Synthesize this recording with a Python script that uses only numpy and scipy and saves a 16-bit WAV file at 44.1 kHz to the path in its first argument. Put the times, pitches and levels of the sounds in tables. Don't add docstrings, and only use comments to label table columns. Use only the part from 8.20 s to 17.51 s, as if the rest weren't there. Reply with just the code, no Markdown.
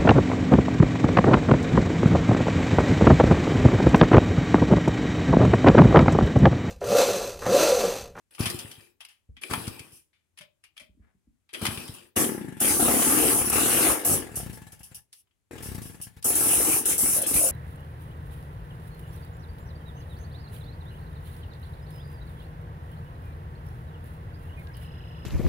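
import sys
import numpy as np
from scipy import signal
from scipy.fft import rfft, irfft, next_fast_len
from scipy.io import wavfile
from scipy.ndimage import uniform_filter1d, map_coordinates

SR = 44100
rng = np.random.default_rng(int(sys.argv[2]) if len(sys.argv) > 2 else 0)


def master(y):
    cut = np.clip(np.atleast_2d(y).T, -1, 1)
    pcm = np.round(cut * 32767)
    wavfile.write(sys.argv[1], SR, pcm.astype(np.int16))


N = 410571
TIME = np.arange(N) / SR

# t/s, speed/(turns/s)
RUN_SPEEDS = [
    [(4.415, 31.5), (4.7, 35.7), (4.9, 39), (5.1, 38.45), (5.25, 33.4), (5.45, 41.1), (5.68, 56.5),
     (5.8, 50.3), (5.945, 49)],
    [(8.053, 38.5), (8.2, 38), (8.45, 45), (8.65, 40.5), (9.31, 39)],
]
# t/s, end/s, first speed/(turns/s), thump level/dB
COASTS = [(3.968, 4.4, 43.8, -16), (5.956, 6.8, 47.74, 1), (7.311, 8.0, 44.55, 3)]
# f/Hz, width/Hz, level/dB
PIPE = [(308.3, 61, 7.5), (425, 190, -7.5), (228.3, 31, -3.5), (762, 82, -10)]
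# f/Hz, width/Hz, level/dB
GROWL = [(248, 45, 1.5), (315, 34, -3), (397.4, 29, -1)]
# f/Hz, width/Hz, level/dB
BLOCK = [(710, 340, -7.5), (866, 33, 4), (1220, 100, -8), (1835, 62, -7.5), (1936, 230, -10.5)]
# f/Hz, level/dB
ROAR = [(100, -9.5), (200, 2.5), (300, 13.5), (420, 1), (560, -6), (800, -80.5)]
# f/Hz, level/dB
RASP = [(260, -21.5), (450, 1.5), (568, -6), (632, -2), (734, -1.5), (991, -9.5), (1170, -4), (1290, -4.5),
        (1450, -13.5), (1700, -12), (2210, -34), (3740, -120)]
# f/Hz, level/dB
CLATTER = [(900, -25), (1450, 2.5), (1750, -1.5), (2100, -1), (2800, 1), (4000, -4.5), (6000, -6),
           (10000, 2), (13000, -7.5), (16000, -22)]
# f/Hz, level/dB
WHISTLE = [(600, -33.5), (780, -8.5), (870, 2), (980, -9), (1150, -17), (1550, -8), (1730, 1), (1900, -10),
           (2100, -7.5), (3200, -38)]
# t/s, length/s, level/dB
BUZZES = [(5.66, 0.092, -33.5), (5.88, 0.082, -40), (8.94, 0.12, -37.5), (9.18, 0.13, -34.5)]


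def engine():
    spins = sorted(RUN_SPEEDS + [coast(*row[:3]) for row in COASTS], key=lambda rows: rows[0][0])
    strokes, _ = crank(spins)
    speed = np.interp(TIME, *strokes.T)
    thump_gain, pop_gain, rasp_gain, clatter_gain = engine_levels(spins, speed)
    firing = np.minimum(np.sqrt(jet_power()) * amp(24.0), 1)
    coasting = 1 - firing

    thump_modes = [(106, 120, -4.5), (164, 140, -3.0)]
    thump = beats(strokes, thump_gain, thump_modes, follow=0.17, uneven_db=0.3, scatter=0.07)
    thump = thump * (coasting + firing * grain(depth_db=4.5, size=700))
    pop = beats(strokes, pop_gain, PIPE, follow=0.23, uneven_db=0.5, scatter=0.044)
    growl = beats(strokes, pop_gain * (1 - .5 * firing), GROWL, follow=1, uneven_db=1, scatter=.008)
    spit = crackle(PIPE, per_s=70, spread_db=3) * pop_gain * firing
    sputter = crackle(BLOCK, per_s=220, spread_db=4) * rasp_gain * firing
    knock = beats(strokes, rasp_gain, BLOCK, follow=0, uneven_db=2, scatter=.035) * (1 - .85 * firing)

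    flow = puffs(strokes, decay=0.0068, steady=.3 + .2 * firing, uneven_db=2.5)
    burning = .33 + .67 * firing
    rumble_colour = [(30, -10.5), (60, 5.0), (120, -6.0), (190, -3.5), (300, -32.5)]
    rumble = amp(-3.0) * noise(rumble_colour, same=0.99) * thump_gain * flow * np.sqrt(burning)

    note = (speed / 40) ** (.25 + .4 * coasting) * (1 - .08 * coasting)
    roar_flow = puffs(strokes, decay=0.012, steady=0.24, uneven_db=4.0)
    roar = amp(-1.5) * glide(noise(ROAR, same=0.93), note) * pop_gain * burning * roar_flow

    rasp = amp(2.5) * noise(RASP, same=0.41) * rasp_gain * flow
    rasp = rasp * (0.46 + 0.54 * firing) * grain(depth_db=0.5, size=90)
    rasp = churn(rasp, depth_db=3, width_hz=170, hold_s=.035)

    rattle = puffs(strokes, decay=0.012, steady=.3 + .3 * firing, uneven_db=2.5)
    rattle = rattle * grain(depth_db=1.5, size=40)
    clatter = noise(CLATTER, same=0.13) * clatter_gain * rattle
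    clatter = churn(clatter, depth_db=3.2, width_hz=350, hold_s=.045)

    buzz_colour = [(400, -53.5), (520, -5.0), (600, 1.5), (660, 2.5), (750, -18.0), (950, -63)]
    buzz = noise(buzz_colour, same=1.0) * shakes(BUZZES)
    buzz = buzz * puffs(strokes, decay=.009, steady=.08, uneven_db=1.5)
    whistle_gain = (rasp_gain + amp(-15.5) * pop_gain) * (0.26 + 0.55 * flow) * coasting
    whistle = amp(-3.5) * noise(WHISTLE, same=0.14) * whistle_gain

    body = amp(-3.5) * thump + amp(-5) * growl + rumble
    exhaust = amp(-11) * pop + amp(-6.0) * spit + amp(-11.5) * sputter + amp(-14.5) * knock
    exhaust = exhaust + roar + rasp + whistle + buzz
    mechanical = amp(4.5) * workshop(clatter, wet_db=-6.5)
    return workshop(body, wet_db=-5.5) + workshop(exhaust, wet_db=-5.0) + mechanical


# t/s, rise/s, length/s, then thump, pop, rasp and clatter level/dB, t60 of the pop/s
FIRINGS = [(3.958, 0.0063, 0.048, -33.5, -25.5, -33.5, -33.5, 1.4),
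           (4.396, 0.11, 0.13, -48.5, -31, -34, -30.5, 1),
           (4.595, 0.0068, 0.52, -41.5, -30.5, -34, -34.5, 1.18),
           (5.16, .03, 0.26, -58.5, -38, -41.5, -42, 0.31),
           (5.317, 0.0037, .41, -36.5, -34, -34, -32, 0.12),
           (5.606, 0.015, 0.12, -54, -59, -36.5, -40, 0.12),
           (5.836, 0.02, 0.12, -42, -47, -39.5, -41, 0.14),
           (5.889, 0.0085, 0.073, -33, -35, -57, -58, 0.18),
           (8.043, .004, 0.096, -64, -41.5, -40.5, -45, 0.36),
           (8.139, 0.11, 0.42, -41, -41.5, -39, -39.5, 0.37),
           (8.649, 0.0038, 0.084, -44, -45.5, -47, -39.5, 0.43),
           (8.782, 0.024, 0.57, -53, -49, -47.5, -45.5, 0.5),
           (9.128, 0.011, 0.038, -39, -61, -47, -40, 0.55)]
# level at the resonant speed without shaking/dB, slope/(dB/octave of speed), change by shaking/dB
TURNING = [(-50.5, 1, 14.5), (-46.5, 11.5, -7), (-54.5, 6, 3.5), (-59, 6, 1)]
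SHAKE_TURNS_PER_S, SHAKE_OCTAVES = 30.36, 0.3
THUMP_T60_S, RASP_T60_S, CLATTER_T60_S = 0.083, 0.59, 0.25


def engine_levels(spins, speed):
    turning = sum((TIME >= rows[0][0]) & (TIME < rows[-1][0]) for rows in spins) > 0
    octaves = np.log2(speed / SHAKE_TURNS_PER_S)
    shaking = np.exp(-.5 * (octaves / SHAKE_OCTAVES) ** 2)
    power = np.array([turning * amp(db + slope * octaves + shake_db * shaking) ** 2
                      for db, slope, shake_db in TURNING])
    for s, end, _, thump_db in COASTS:
        power[0, round(s * SR):round(end * SR)] *= amp(thump_db) ** 2
    for s, rise, length, *dbs, pop_t60 in FIRINGS:
        t = TIME[:round((length + .6) * SR)]
        t60 = np.array([[THUMP_T60_S], [pop_t60], [RASP_T60_S], [CLATTER_T60_S]])
        level_db = np.array(dbs)[:, None] - 60 * np.maximum(t - length, 0) / t60
        add(power, s, np.minimum(t / rise, 1) * amp(level_db) ** 2)
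    return np.sqrt(power)


FRICTION_TURNS_PER_S2, CRAWL_TURNS_PER_S = 57, 9


def coast(start, end, speed):
    s = np.linspace(start, end, num=64)
    return np.column_stack([s, np.maximum(speed - FRICTION_TURNS_PER_S2 * (s - start), CRAWL_TURNS_PER_S)])


# f/Hz, level/dB
HISS = [(2500, -53), (4300, -29.5), (5500, -12), (7200, -10), (8600, -4), (9700, 1), (10300, 3.5),
        (11200, -1.5), (12500, -6.5), (14000, -7.5), (16000, -14.5)]


def hiss():
    jet = np.sqrt(jet_power())
    soft_colour = [(1800, -36.0), (2800, 3.5), (4100, -12.0), (5000, 2.0), (6000, 3.0), (7500, -36.5)]
    soft = noise(soft_colour) * np.minimum(jet * amp(-7.5), amp(-50.5))
    gas = churn(noise(HISS, same=0.024), depth_db=2.5, width_hz=260, hold_s=.06)
    return (amp(2.5) * gas * jet + soft) * grain(depth_db=1.0, size=25)


# t/s, length/s, level/dB, t60/s
SPURTS = [(1.719, 0.051, -54.5, 0.22), (3.738, 0.0097, -49, 0.095), (3.961, 0.064, -25, 0.3685),
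          (4.401, 0.8, -24, 0.36), (5.253, 0.022, -30, 0.29), (5.297, 0.0038, -20.5, 0.065),
          (5.324, 0.391, -24.5, 0.32), (5.847, 0.099, -23, 0.21), (6.155, 0.016, -31, 0.25),
          (6.326, .03, -50.5, 0.17), (6.519, 0.0033, -47, 0.15), (6.591, 0.0056, -55.5, 0.14),
          (6.63, 0.014, -47.5, 0.22), (6.744, 0.014, -43, 0.16), (6.934, 0.069, -62, 0.1),
          (7.423, 0.052, -42, 0.36), (7.544, 0.011, -45, 0.099), (7.617, 0.055, -48, 0.36),
          (7.813, 0.0235, -40.5, 0.15), (8.042, 0.054, -23, 0.43), (8.151, .44, -23.3, 0.17),
          (8.654, 0.061, -23, 0.3), (8.779, 0.1994, -23.5, 0.16), (9.016, 0.0067, -25.5, 0.1),
          (9.064, 0.048, -25, 0.37), (9.138, 0.15, -23.5, 0.19)]


def jet_power():
    power = np.zeros(N)
    for s, length, db, t60 in SPURTS:
        t = TIME[:round((length + .5) * SR)]
        decayed_db = db - 60 * np.maximum(t - length, 0) / t60
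        add(power, s, (amp(decayed_db) * np.minimum(t / 0.003, 1)) ** 2)
    return power


# t/s, speed/(turns/s)
KICK_SPEEDS = [
    [(.205, 17.6), (.347, 10.7), (.585, 6.2), (.75, 2.3)],
    [(1.313, 19), (1.38, 11.8), (1.485, 7.8), (1.85, 8.2)],
    [(3.427, 20.3), (3.487, 13), (3.577, 9.3), (3.92, 4.6)],
]
# f/Hz, level/dB
GEARS = [(150, -18), (250, -10.5), (414, -7), (710, -23), (906, -17), (2200, -19), (2490, -10), (3710, -19),
         (5070, -17.5), (6940, -25), (7700, -15.5), (10200, -7), (12100, -20.5), (13900, -19.5),
         (16000, -34.5)]
# f/Hz, width/Hz, level/dB
RATCHET = [(1850, 220, 5), (3370, 260, 4.5), (4900, 510, 8)]


def kicks():
    strokes, angle = crank(KICK_SPEEDS)
    thump_gain, whirr_gain = kick_levels()
    thump_modes = [(107, 76, -5.5), (152.6, 99, -10), (225, 76, -13.5)]
    thump = beats(strokes, thump_gain, thump_modes, follow=0.042, uneven_db=5.0, scatter=.04)
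    chuff_colour = [(60, -12.0), (110, 2.5), (300, -2.5), (600, -13.0), (1200, -9.5), (2500, -29)]
    chuff = noise(chuff_colour, same=0.97) * thump_gain
    swell = 1 - 0.1 * np.cos(2 * np.pi * (angle + 0.046))
    gears = churn(noise(GEARS, same=0.041), depth_db=3.5, width_hz=350, hold_s=.05)
    teeth = crackle(BLOCK + RATCHET, per_s=240, spread_db=5)
    whirr = (gears * grain(depth_db=2.0, size=130) + amp(-12.5) * teeth) * whirr_gain * swell
    low = workshop(amp(-6.0) * thump + amp(-10.0) * chuff, wet_db=-10.5)
    return low + amp(3.5) * workshop(whirr, wet_db=1.0)


# relative level/dB,
# piston thump level/dB, gear whirr level/dB, run-down of the whirr/(dB/s)
KICKS = [(0.097, -25, -26.5, -34.5, 58), (0.099, -9, -25.5, -38, 55), (0.096, -11.5, -25.5, -35, 48)]
KICK_BITE_S, KICK_LEAD_S, KICK_STOP_S = 0.009, .018, 0.13
THUMP_FADE = 1.29


def kick_levels():
    thump, whirr = np.zeros(N), np.zeros(N)
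    for speeds, (slack, slack_db, thump_db, whirr_db, fade) in zip(KICK_SPEEDS, KICKS):
        age = TIME - speeds[0][0]
        bite = np.clip((age + KICK_LEAD_S) / KICK_BITE_S, 0, 1)
        stop = np.clip((speeds[-1][0] - TIME) / KICK_STOP_S, 0, 1)
        fade_db = -fade * np.maximum(age, 0)
        thump += amp(thump_db + THUMP_FADE * fade_db) * bite * stop
        whirr += amp(whirr_db + fade_db) * np.maximum(bite, amp(slack_db) * (age > -slack)) * stop
    return thump, whirr


# t/s, peak level/dB, treble and clunk relative level/dB, t60 of the rattle/s
CLANKS = [(0.1477, -46.5, 0, -20, 0.073), (0.181, -41, -26, 9, 0.03), (0.256, -22.5, -4.5, -3, 0.11),
          (0.299, -38, 9, -19, 0.068), (0.3887, -40.5, 6.5, -12, 0.1), (0.5127, -41.5, -1, -20, 0.08),
          (0.8051, -40, -9, -5.5, 0.11), (0.849, -38, -4, -27, 0.037), (.885, -51.5, -5.5, -26.5, 0.22),
          (1.166, -44, -24, -38, 0.092), (1.217, -40, -11, -27.5, 0.091), (1.234, -26, -11, -27, 0.036),
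          (1.309, -32, -2, 10, 0.049), (1.335, -21.5, -9.5, 14, 0.037), (1.4687, -40, 1, 2, 0.059),
          (1.478, -39, 4, 8, 0.051), (1.593, -36.5, -1.5, -24, 0.051), (1.93, -65, -16, -23, 0.29),
          (2.174, -44, -8, -33.5, 0.065), (2.186, -36, -8, -20, 0.038), (2.2085, -42.5, -10, -13, 0.12),
          (2.438, -48, -7.5, -28.5, 0.11), (2.566, -44.5, -12, -32.5, 0.064), (2.577, -36, -10, -21, 0.033),
          (2.596, -44.5, -8, -21, 0.16), (3.2904, -52.5, -16.5, -39, 0.15), (3.336, -32, -4.5, -30, 0.057),
          (3.345, -28.5, -17, -20, 0.069), (3.452, -22, -6, 2.5, 0.08), (3.465, -19.5, -7, -16, 0.041),
          (3.573, -25, -13, -17, 0.027), (3.678, -38.5, -0.5, -10, 0.041),
          (6.9275, -55, 10.5, -33.5, 0.076), (7.0708, -69, -22, 1, 0.047),
          (7.109, -67.5, -28, -20.5, 0.059), (8.0254, -48.5, 10.5, -15, 0.06)]
# f/Hz, width/Hz, level/dB
LEVER = [(1320, 300, -3.5), (1890, 230, 0.5), (2300, 240, 7), (2600, 320, 16.5), (3040, 210, 17),
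         (3380, 330, 10.5), (4400, 360, 1.5)]
STRIKE_SPREAD_DB, STRIKE_DETUNE = 3, .04
LEVER_LOW_HZ = 1044


def lever():
    rung, edge, heavy = np.zeros((2, N)), np.zeros(N), np.zeros(N)
    t = TIME[:SR // 4] - .02
    for s, db, treble_db, clunk_db, t60 in CLANKS:
        blow = amp(db + np.where(t < .001, -20 + 60 * t / .02, -60 * t / max(t60, .005)))
        metal = 0
        for (hz, width, mode_db), (a, b) in zip(LEVER, rng.standard_normal((len(LEVER), 2))):
            mode_gain = amp(mode_db + STRIKE_SPREAD_DB * a) * np.sqrt(width)
            metal = metal + mode_gain * ring(TIME[:SR // 20], hz * (1 + STRIKE_DETUNE * b), width)
        flutter = unit(amp(1.1 * unit(uniform_filter1d(rng.standard_normal(len(t)), 50))))
        chatter = blow * flutter * rng.standard_normal((2, len(t)))
        add(rung, s + t[0], signal.fftconvolve(chatter, metal[None] / np.linalg.norm(metal), axes=1))
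        add(edge, s + t[0], blow * amp(treble_db))
        add(heavy, s + t[0], blow * amp(clunk_db))
    rung = signal.sosfilt(signal.butter(2, LEVER_LOW_HZ, "highpass", fs=SR, output="sos"), rung)
    bright_colour = [(2000, -18.5), (5000, 0.0), (7000, -8.5), (10000, 3.5), (12500, -11.0), (16000, -20.0)]
    bright = noise(bright_colour) * edge
    clunk_colour = [(300, -24.0), (750, 1.0), (1300, 4.0), (1700, -2.5), (2500, -20.0)]
    clunk = noise(clunk_colour, same=0.07) * heavy
    return workshop(amp(-2.0) * rung + amp(2.5) * bright + amp(-8.5) * clunk, wet_db=-4.5)


# t/s, level/dB, upper ring relative level/dB
KNOCKS = [(1.09, -34, -23), (1.17, -54, -5.5), (2.204, -64, 3.5), (2.61, -57.5, -1.5), (2.692, -47, -13.5),
          (2.744, -58, -9), (2.772, -57, -4), (2.796, -41.5, -14.5), (2.947, -62.5, -2.5), (3.072, -49, -9),
          (8.372, -25, -15.5), (8.827, -29, -3), (8.88, -33, -14), (9.148, -22, -15)]
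# t/s, length/s, level/dB
SPRING = [(1.235, 0.028, -50.5), (2.2, 0.048, -59.5), (2.594, 0.052, -59), (3.345, 0.03, -51)]
# t/s, length/s, level/dB
SCUFFS = [(2.79, 0.17, -71)]


def foot_and_spring():
    boom, t = np.zeros(N), TIME[:SR // 5]
    pitches = 1 + 0.17 * rng.standard_normal((len(KNOCKS), 4))
    for (s, db, upper_db), pitch in zip(KNOCKS, pitches):
        upper = 1.3 * ring(t, 135 * pitch[1], 45) + 2.0 * ring(t, 205 * pitch[2], 49)
        upper += 0.65 * ring(t, 345 * pitch[3], 60)
        knock = ring(t, 53 * pitch[0], 27) + amp(upper_db) * upper
        add(boom, s, amp(db) * np.minimum(t / 0.007, 1) * knock)
    song_colour = [(450, -60.0), (545, -12.5), (595, 7.5), (645, -2), (710, -21), (850, -59.5)]
    song = noise(song_colour, same=0.83) * shakes(SPRING)
    scuff_colour = [(400, 0.0), (1000, -2.0), (1800, 1.0), (3000, -14.0), (8000, -37)]
    scuff = noise(scuff_colour, same=.3) * shakes(SCUFFS) * grain(depth_db=4.5, size=600)
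    return workshop(amp(7.0) * boom + song + scuff, wet_db=-3.5)


# f/Hz, level/dB
FLOOR = [(15, -27), (25, -5.5), (92, -5), (145, -18.5), (373, -23.5), (451, -28.5), (5000, -37.5),
         (7710, -34), (11000, -36), (16000, -47)]


def background():
    return amp(-76.0) * noise(FLOOR, same=0.17)


# f/Hz, t60/s
ROOM = [(100, 0.22), (300, 0.41), (1400, 0.17), (3500, 0.24), (10000, 0.032), (16000, 0.42)]


def workshop(x, wet_db):
    taps = rng.choice([-1., 1.], (2, SR // 2)) * (rng.random((2, SR // 2)) < .06)
    taps = taps * (TIME[:SR // 2] > .003)
    hz, t, z = signal.stft(taps, SR, nperseg=256)
    tail = signal.istft(z * amp(-60 * t / read(ROOM, hz)[:, None]), SR, nperseg=256)[1]
    wet = signal.oaconvolve(np.atleast_2d(x), tail / np.linalg.norm(tail[0]), axes=1)[:, :N]
    return (x + amp(wet_db) * wet) / np.sqrt(1 + amp(wet_db) ** 2)


def crank(speeds):
    strokes, angle = [], np.zeros(N)
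    for rows in speeds:
        s, speed = np.transpose(rows)
        live = (TIME >= s[0]) & (TIME <= s[-1])
        turns = np.cumsum(np.interp(TIME[live], s, speed)) / SR
        at = np.interp(np.arange(np.ceil(turns[-1])), turns, TIME[live])
        strokes += zip(at, np.interp(at, s, speed))
        angle[live] = turns % 1
    return np.array(strokes), angle


PORT_OPENS_S = .0014


def beats(strokes, gain, modes, follow, uneven_db, scatter):
    out, t = np.zeros(N), np.arange(SR // 12) / SR
    for (s, speed), chance in zip(strokes, rng.standard_normal((len(strokes), len(modes) + 1))):
        pitch = (speed / 40) ** follow * (1 + scatter * chance[1:])
        beat = -sum(amp(db) * ring(t, hz * p, width) for (hz, width, db), p in zip(modes, pitch))
        opening = PORT_OPENS_S * np.sqrt(40 / max(speed, 8))
        beat *= 1 - np.exp(-(t / opening) ** 2)
        size = gain[min(round((s + .004) * SR), N - 1)] * amp(uneven_db * chance[0])
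        size *= np.sqrt(SR / max(speed, 10))
        add(out, s - .0015, size * beat / np.linalg.norm(beat))
    return out


def puffs(strokes, decay, steady, uneven_db):
    power, t = np.zeros(N), np.arange(SR // 8) / SR
    for (s, speed), chance in zip(strokes, rng.standard_normal(len(strokes))):
        puff = 4 * t / decay * np.exp(-2 * t / decay) / (decay * max(speed, 8))
        add(power, s - .003, amp(uneven_db * chance) ** 2 * puff)
    steady = np.clip(steady, 0, 1)
    return np.sqrt(steady + (1 - steady) * power)


def crackle(modes, per_s, spread_db):
    size = amp(spread_db * np.minimum(rng.exponential(1, N), 3)) * (rng.random(N) < per_s / SR)
    which, out = rng.integers(0, len(modes), N), np.zeros(N)
    ticks = [amp(db) * np.sqrt(width) * ring(TIME[:SR // 20], hz, width) for hz, width, db in modes]
    for n in np.flatnonzero(size):
        add(out, TIME[n], size[n] * ticks[which[n]])
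    return unit(out)


def churn(x, depth_db, width_hz, hold_s):
    hz, t, z = signal.stft(x, SR, nperseg=512)
    field = rng.standard_normal(size=(300, 900))
    places = np.meshgrid(hz / width_hz, t / hold_s, indexing="ij")
    patches = map_coordinates(field, places, order=1, mode="wrap")
    return signal.istft(z * unit(amp(depth_db * unit(patches))), SR, nperseg=512)[1][..., :N]


def grain(depth_db, size):
    return unit(amp(depth_db * unit(uniform_filter1d(rng.standard_normal(N), size))))


def shakes(rows):
    gain = np.zeros(N)
    for s, length, db in rows:
        add(gain, s, amp(db) * signal.windows.tukey(round(length * SR), .5))
    return gain


def glide(x, ratio):
    at = np.cumsum(ratio) % (N - 1)
    return np.array([np.interp(at, np.arange(N), ear) for ear in x])


def ring(t, hz, width):
    return np.sin(2 * np.pi * hz * t) * np.exp(-np.pi * width * t)


def noise(colour, same=0.):
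    bins = next_fast_len(N // 2 + 1) + 1
    z = rng.standard_normal((3, 2 * bins)).view(complex)
    same = np.clip(same, 0, 1)
    pair = np.sqrt(same) * z[2] + np.sqrt(1 - same) * z[:2]
    return unit(irfft(pair * amp(read(colour, np.linspace(0, SR / 2, bins))))[:, :N])


def read(points, hz):
    f, value = np.transpose(points)
    return np.interp(np.log(hz + 1), np.log(f), value)


def add(mix, s, sound):
    part = mix[..., max(round(s * SR), 0):][..., :sound.shape[-1]]
    part += sound[..., :part.shape[-1]]


def amp(db):
    return 10 ** (np.asarray(db) / 20)


def unit(x):
    return x / np.sqrt(np.mean(x ** 2) + 1e-20)


# f/Hz, left over right level/dB
LEAN = [(40, -1.5), (120, 4.5), (270, 3), (400, 7), (650, 0.5), (1200, 3.5), (2300, 11), (4400, 0.5),
        (8000, 2.5), (15000, 0.1)]


def scene():
    mix = engine() + hiss() + kicks() + lever() + foot_and_spring() + background()
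    size = next_fast_len(N)
    lean_db = read(LEAN, np.fft.rfftfreq(size, 1 / SR))
    return irfft(rfft(mix, size) * amp(np.array([lean_db, -lean_db]) / 2), size)[:, :N]


BASS_CUT_HZ, EDGE_HZ = 77.6, 16000


def record(dry):
    thinned = signal.sosfilt(signal.butter(2, BASS_CUT_HZ, "highpass", fs=SR, output="sos"), dry)
    band_limit = signal.firwin(401, EDGE_HZ, window=("kaiser", 9), fs=SR)
    return signal.oaconvolve(thinned, band_limit[None], "same")


dry = scene()
out = record(dry)
master(out)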